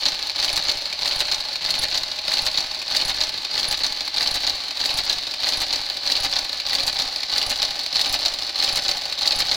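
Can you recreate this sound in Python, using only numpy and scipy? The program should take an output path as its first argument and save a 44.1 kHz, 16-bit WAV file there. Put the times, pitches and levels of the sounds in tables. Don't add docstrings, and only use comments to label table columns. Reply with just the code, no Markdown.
import sys
import numpy as np
from scipy import signal
from scipy.fft import rfft, irfft, next_fast_len
from scipy.io import wavfile

SR = 44100
rng = np.random.default_rng(int(sys.argv[2]) if len(sys.argv) > 2 else 0)


def int16_out(signal):
    q = np.round(np.clip(np.atleast_2d(signal).T, -1, 1) * 32767)
    wavfile.write(sys.argv[1], SR, q.astype(np.int16))


N = 421575

FIRST_STEP_S, STEP_S, STEP_GROWS_S, STEP_COUNT = -.2764, .62985, .0000964, 16
# pitch_hz, width_hz, gain_db
NEEDLE_MODES = [(3715, 496, -3), (3875, 185, 3), (4351, 484, 2), (4670, 1500, -10.5), (5120, 680, -19.5)]
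NEEDLE_PART = (NEEDLE_MODES, 3200, 6500)


def from_db(db):
    return 10 ** (np.asarray(db) / 20)


def rms_one(x):
    return x / np.sqrt(np.mean(x ** 2) + 1e-20)


def band(x, low_hz, high_hz, order=2):
    sos = signal.butter(order, [low_hz, min(high_hz, .45 * SR)], "band", fs=SR, output="sos")
    return signal.sosfilt(sos, x)


def place(times, sounds):
    at = np.round(times * SR).astype(int)[:, None] + np.arange(sounds.shape[1])
    inside = (at >= 0) & (at < N)
    return np.bincount(at[inside], sounds[inside], N) + 1e-18


def each_step(offsets):
    k = np.arange(STEP_COUNT)[:, None]
    return (FIRST_STEP_S + STEP_S * k + STEP_GROWS_S * k * k / 2 + offsets).ravel()


def load_db(times):
    # offset_s, level_db
    load = [(0, 0), (.04, 1.5), (.22, 3), (.265, -1), (.35, 2.5), (.45, -0.5), (.51, 0.5), (.58, -.5),
            (.63, -3.5)]
    starts = each_step(0)
    step = np.maximum(np.searchsorted(starts, times) - 1, 0)
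    return np.interp(times - starts[step], *np.transpose(load))


def resonate(x, modes, low_hz, high_hz):
    out = 0
    for k, (hz, width_hz, db) in enumerate(modes):
        r = np.exp(-np.pi * width_hz / SR)
        feed = np.array([1, 0, -1]) * (1 - r * r) / 2
        ring = signal.lfilter(feed, [1, -2 * r * np.cos(2 * np.pi * hz / SR), r * r], x)
        out = out + (-1) ** k * from_db(db) * ring
    return band(out, low_hz, high_hz)


def strike(times, level_db, part, chatter_s, uneven_chatter=0.43, size=512):
    t = np.arange(size) / SR
    chance = rng.standard_normal((len(times), size + 1))
    length_s = chatter_s * np.exp(uneven_chatter * chance[:, :1])
    bursts = chance[:, 1:] * np.sqrt(t) * np.exp(-t / length_s)
    power = np.sum(resonate(bursts, *part) ** 2, axis=1) / (SR / 1000)
    gains = from_db(level_db) / np.sqrt(power)
    return resonate(place(times, bursts * gains[:, None]), *part)


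def rattle(part, per_s, spread_db, follows):
    size_db = follows * load_db(np.arange(N) / SR) + spread_db * np.minimum(rng.exponential(1, N), 4)
    sizes = from_db(size_db) * rng.choice([-1, 1], N)
    impacts = sizes * (rng.random(N) < per_s / SR)
    return rms_one(resonate(impacts + 1e-18, *part))


def light_contacts(per_s=80, needle_db=-25.5, body_db=-34.5, latch_db=-44, uneven_db=2.0, follows=1.2):
    count = int(per_s * N / SR)
    times = (np.arange(count) + rng.random(count)) / per_s
    force_db = follows * load_db(times) + uneven_db * rng.standard_normal(count)
    return np.column_stack([times, force_db + needle_db, force_db + body_db, force_db + latch_db])


def main_contacts(jitter_s=.0004, uneven_db=1.43, rebound_s=.0045, uneven_rebound=.25, loss_db=5.5):
    # offset_s, needle_db, body_db, latch_db
    contacts = [(.0065, -17, -28.5, -37), (.0274, -17.5, -31, -36.5), (.036, -15, -22.5, -34),
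                (0.0471, -13, -27.5, -41), (0.0626, -20, -29.5, -37), (.073, -11.5, -22, -29.5),
                (0.084, -19.5, -24.5, -30), (0.0915, -11, -25, -26), (.104, -22, -34, -35),
                (0.1256, -15, -24.5, -36), (0.1383, -13.5, -26.5, -31), (.146, -16.5, -26.5, -40),
                (0.1743, -18, -29.5, -31.5), (.206, -19.5, -28, -25), (.213, -16.5, -27, -29),
                (0.2206, -12, -21.5, -24.5), (.228, -19.5, -23, -34.5), (.2375, -15.5, -23.5, -45),
                (0.2693, -18.5, -30, -35), (0.2857, -22, -38, -33.5), (.2985, -17, -25, -42),
                (.3096, -16, -27, -48), (0.3304, -11, -22.5, -33), (0.3386, -11, -20.5, -29.5),
                (0.3478, -20, -26.5, -36), (0.3613, -12.5, -25.5, -30.5), (.3955, -29, -28.5, -42),
                (.418, -18, -28.5, -33), (0.4672, -19, -29.5, -38.5), (0.502, -17, -28, -36),
                (0.5457, -20.5, -43, -37), (.5727, -16, -26.5, -33.5), (0.6249, -23.5, -32, -50)]
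    pattern = np.array(contacts)
    chance = rng.standard_normal((STEP_COUNT * len(pattern), 3))
    times = each_step(pattern[:, 0]) + jitter_s * chance[:, 0]
    levels = np.tile(pattern[:, 1:], (STEP_COUNT, 1)) + uneven_db * chance[:, 1:2]
    rebounds = times + rebound_s * np.exp(uneven_rebound * chance[:, 2])
    return np.vstack([np.column_stack([times, levels]), np.column_stack([rebounds, levels - loss_db])])


def carriage(colour_db=1.3, bed_follows=0.73):
    # pitch_hz, width_hz, gain_db
    bed_modes = [(141, 49, -13.5), (276.7, 41.4, -9), (345, 33, -9), (410, 84, -11), (573, 71, -4),
                 (629.7, 29.4, -2), (714, 32, -4), (826.6, 60, -1.5), (1150, 350, -7.5)]
    # pitch_hz, width_hz, gain_db
    cover_modes = [(1486, 106, -5), (1740, 96, -3), (1998, 260, -2), (2345, 555, -1), (3060, 460, 0.5)]
    # pitch_hz, width_hz, gain_db
    latch_modes = [(6070, 1500, 14.5), (6450, 240, 2.5), (9290, 5400, -4.5), (10670, 1600, -9),
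                   (12700, 830, -16), (16000, 1300, -3.5)]
    bed, cover, latches = (bed_modes, 130, 1400), (cover_modes, 1200, 3400), (latch_modes, 5900, 18000)
    times, *levels = np.vstack([main_contacts(), light_contacts()]).T
    needle_db, body_db, latch_db = levels + colour_db * rng.standard_normal((len(times), 3)).T
    bed_db = body_db.mean() + bed_follows * (body_db - body_db.mean())
    knock = from_db(-3.0) * strike(times, bed_db, bed, chatter_s=0.00059)
    knock += from_db(-42.5) * rattle(bed, per_s=2500, spread_db=1.0, follows=2.24)
    clack = from_db(-1.3) * strike(times, body_db, cover, chatter_s=0.0026)
    clack += from_db(-40) * rattle(cover, per_s=2700, spread_db=1.0, follows=0.95)
    ring = from_db(0.5) * strike(times, needle_db, NEEDLE_PART, chatter_s=0.0015)
    ring += from_db(-31.5) * rattle(NEEDLE_PART, per_s=2000, spread_db=1.1, follows=0.62)
    tick = from_db(1.5) * strike(times, latch_db, latches, chatter_s=0.0027)
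    tick += from_db(-49.5) * rattle(latches, per_s=3000, spread_db=3.5, follows=1.9)
    return knock + clack + ring + tick


def frame(uneven_db=0.1, soft_hz=220, rumble_db=-56.0, drone_db=-61,
          rumble_follows=1.27, drone_follows=2.0):
    # offset_s, level_db
    pushes = [(.04, -43.5), (.129, -42), (.179, -33), (.22, -34.5), (.272, -42), (.31, -44), (.338, -41.5),
              (.402, -42)]
    # pitch_hz, gain_db, t60_s
    swings = [(16, -5, .45), (32, 0, .15), (78, -2, .1), (120, -8, .06), (157, -11, .06)]
    offsets, push_db = np.transpose(pushes)
    times = each_step(offsets)
    sizes = from_db(np.tile(push_db, STEP_COUNT) + uneven_db * rng.standard_normal(len(times)))
    force = signal.sosfilt(signal.butter(2, soft_hz, fs=SR, output="sos"), place(times, sizes[:, None]))
    rumble = rms_one(band(rng.standard_normal(N), 18, 42, order=1))
    drone = rms_one(band(rng.standard_normal(N), 65, 90))
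    load = load_db(np.arange(N) / SR)
    out = from_db(rumble_db + rumble_follows * load) * rumble
    out += from_db(drone_db + drone_follows * load) * drone
    for hz, db, t60_s in swings:
        r, w = from_db(-60 / (t60_s * SR)), 2 * np.pi * hz / SR
        out += from_db(db) * signal.lfilter([0, np.sin(w)], [1, -2 * r * np.cos(w), r * r], force)
    return out


def clinks(width_hz=220, uneven_db=1.5, jitter_s=.0006):
    # offset_s, pitch_hz, level_db
    loose_parts = [(.071, 1900, -22), (.093, 4560, -15), (.126, 3096, -19.5), (.139, 2522, -22.5),
                   (.222, 1950, -24.5), (.238, 2970, -29), (0.33, 6630, -25), (.36, 5720, -21),
                   (.572, 2420, -24.5)]
    out = 0
    for offset_s, hz, db in loose_parts:
        timing, force = rng.standard_normal((STEP_COUNT, 2)).T
        times = each_step(offset_s) + jitter_s * timing
        part = ([(hz, width_hz, 0)], hz / 2, hz * 2)
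        out = out + strike(times, db + uneven_db * force, part, chatter_s=.0016)
    return out


def chirps(offset_s=.1765, pitch_hz=10450, width_hz=420, first_db=-22, fade_db_per_s=0.75,
           jitter_s=0.002, uneven_db=2.5):
    timing, force = rng.standard_normal((STEP_COUNT, 2)).T
    times = each_step(offset_s) + jitter_s * timing
    needle = ([(pitch_hz, width_hz, 0)], 9300, 11400)
    return strike(times, first_db - fade_db_per_s * times + uneven_db * force, needle, chatter_s=0.002)


def snags():
    # start_s, level_db
    catches = [(0.5655, -13), (.6911, -13), (1.3212, -8), (2.576, -12), (2.964, -9), (6.1204, -9.5),
               (8.014, -11), (8.644, -14), (8.76, -13), (9.277, -11)]
    times, level_db = np.transpose(catches)
    return strike(times, level_db, NEEDLE_PART, chatter_s=0.00093)


def travel(x):
    # pitch_hz, width_hz, first_db, last_db
    shifts = [(457, 94, -4, 0), (785, 56, 0.5, 7), (1850, 470, 2.5, 3), (5120, 490, -0.5, 1.5),
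              (12040, 12800, 0, 2)]
    for hz, width_hz, first_db, last_db in shifts:
        gain = from_db(np.linspace(first_db, last_db, N))
        x = x + (gain - 1) * band(x, hz - width_hz / 2, hz + width_hz / 2, order=1)
    return x


def reflections(x, t60_s, count, size=16384):
    t = np.arange(size) / SR
    tails = rng.standard_normal((count, size)) * from_db(-60 * t / t60_s) * (t > .001)
    position, out = np.linspace(0, count - 1, N), np.zeros(N + size)
    for k, tail in enumerate(tails):
        near = np.flatnonzero(abs(position - k) < 1)
        crossfade = np.sqrt(1 - abs(position[near] - k))
        heard = signal.fftconvolve(x[near] * crossfade, tail / np.sqrt(np.sum(tail ** 2)))
        out[near[0]:near[0] + len(heard)] += heard
    return out[:N]


def room(x, t60_s=0.34, dull_hz=8000):
    lowpass = signal.butter(1, dull_hz, fs=SR, output="sos")
    return signal.sosfilt(lowpass, reflections(x, t60_s, count=12))


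def widen(mid, diffuse_t60_s=0.049):
    # frequency_hz, side_db
    width = [(60, -23.5), (700, -47), (2400, -33), (4400, -15), (8000, -10), (15000, -5)]
    hz, side_db = np.transpose(width)
    padded = next_fast_len(N + 4096)
    bins_hz = np.fft.rfftfreq(padded, 1 / SR)
    gain = from_db(np.interp(np.log(bins_hz + 1), np.log(hz), side_db))
    diffuse = reflections(mid, diffuse_t60_s, count=6)
    side = irfft(rfft(diffuse, padded) * gain, padded)[:N]
    return np.array([mid + side, mid - side])


def scene():
    # time_s, gain_db
    drag_curve = [(0, 0.35), (1.8, -.8), (8, -1), (9.56, -0.6)]
    drag = from_db(np.interp(np.arange(N) / SR, *np.transpose(drag_curve)))
    machine = drag * travel(carriage() + snags()) + clinks() + chirps()
    return widen(machine + from_db(-10.0) * room(machine) + frame())


def record(dry, cutoff_hz=15900):
    return signal.sosfilt(signal.ellip(10, .2, 70, cutoff_hz, fs=SR, output="sos"), dry)


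dry = scene()
out = record(dry)
int16_out(out)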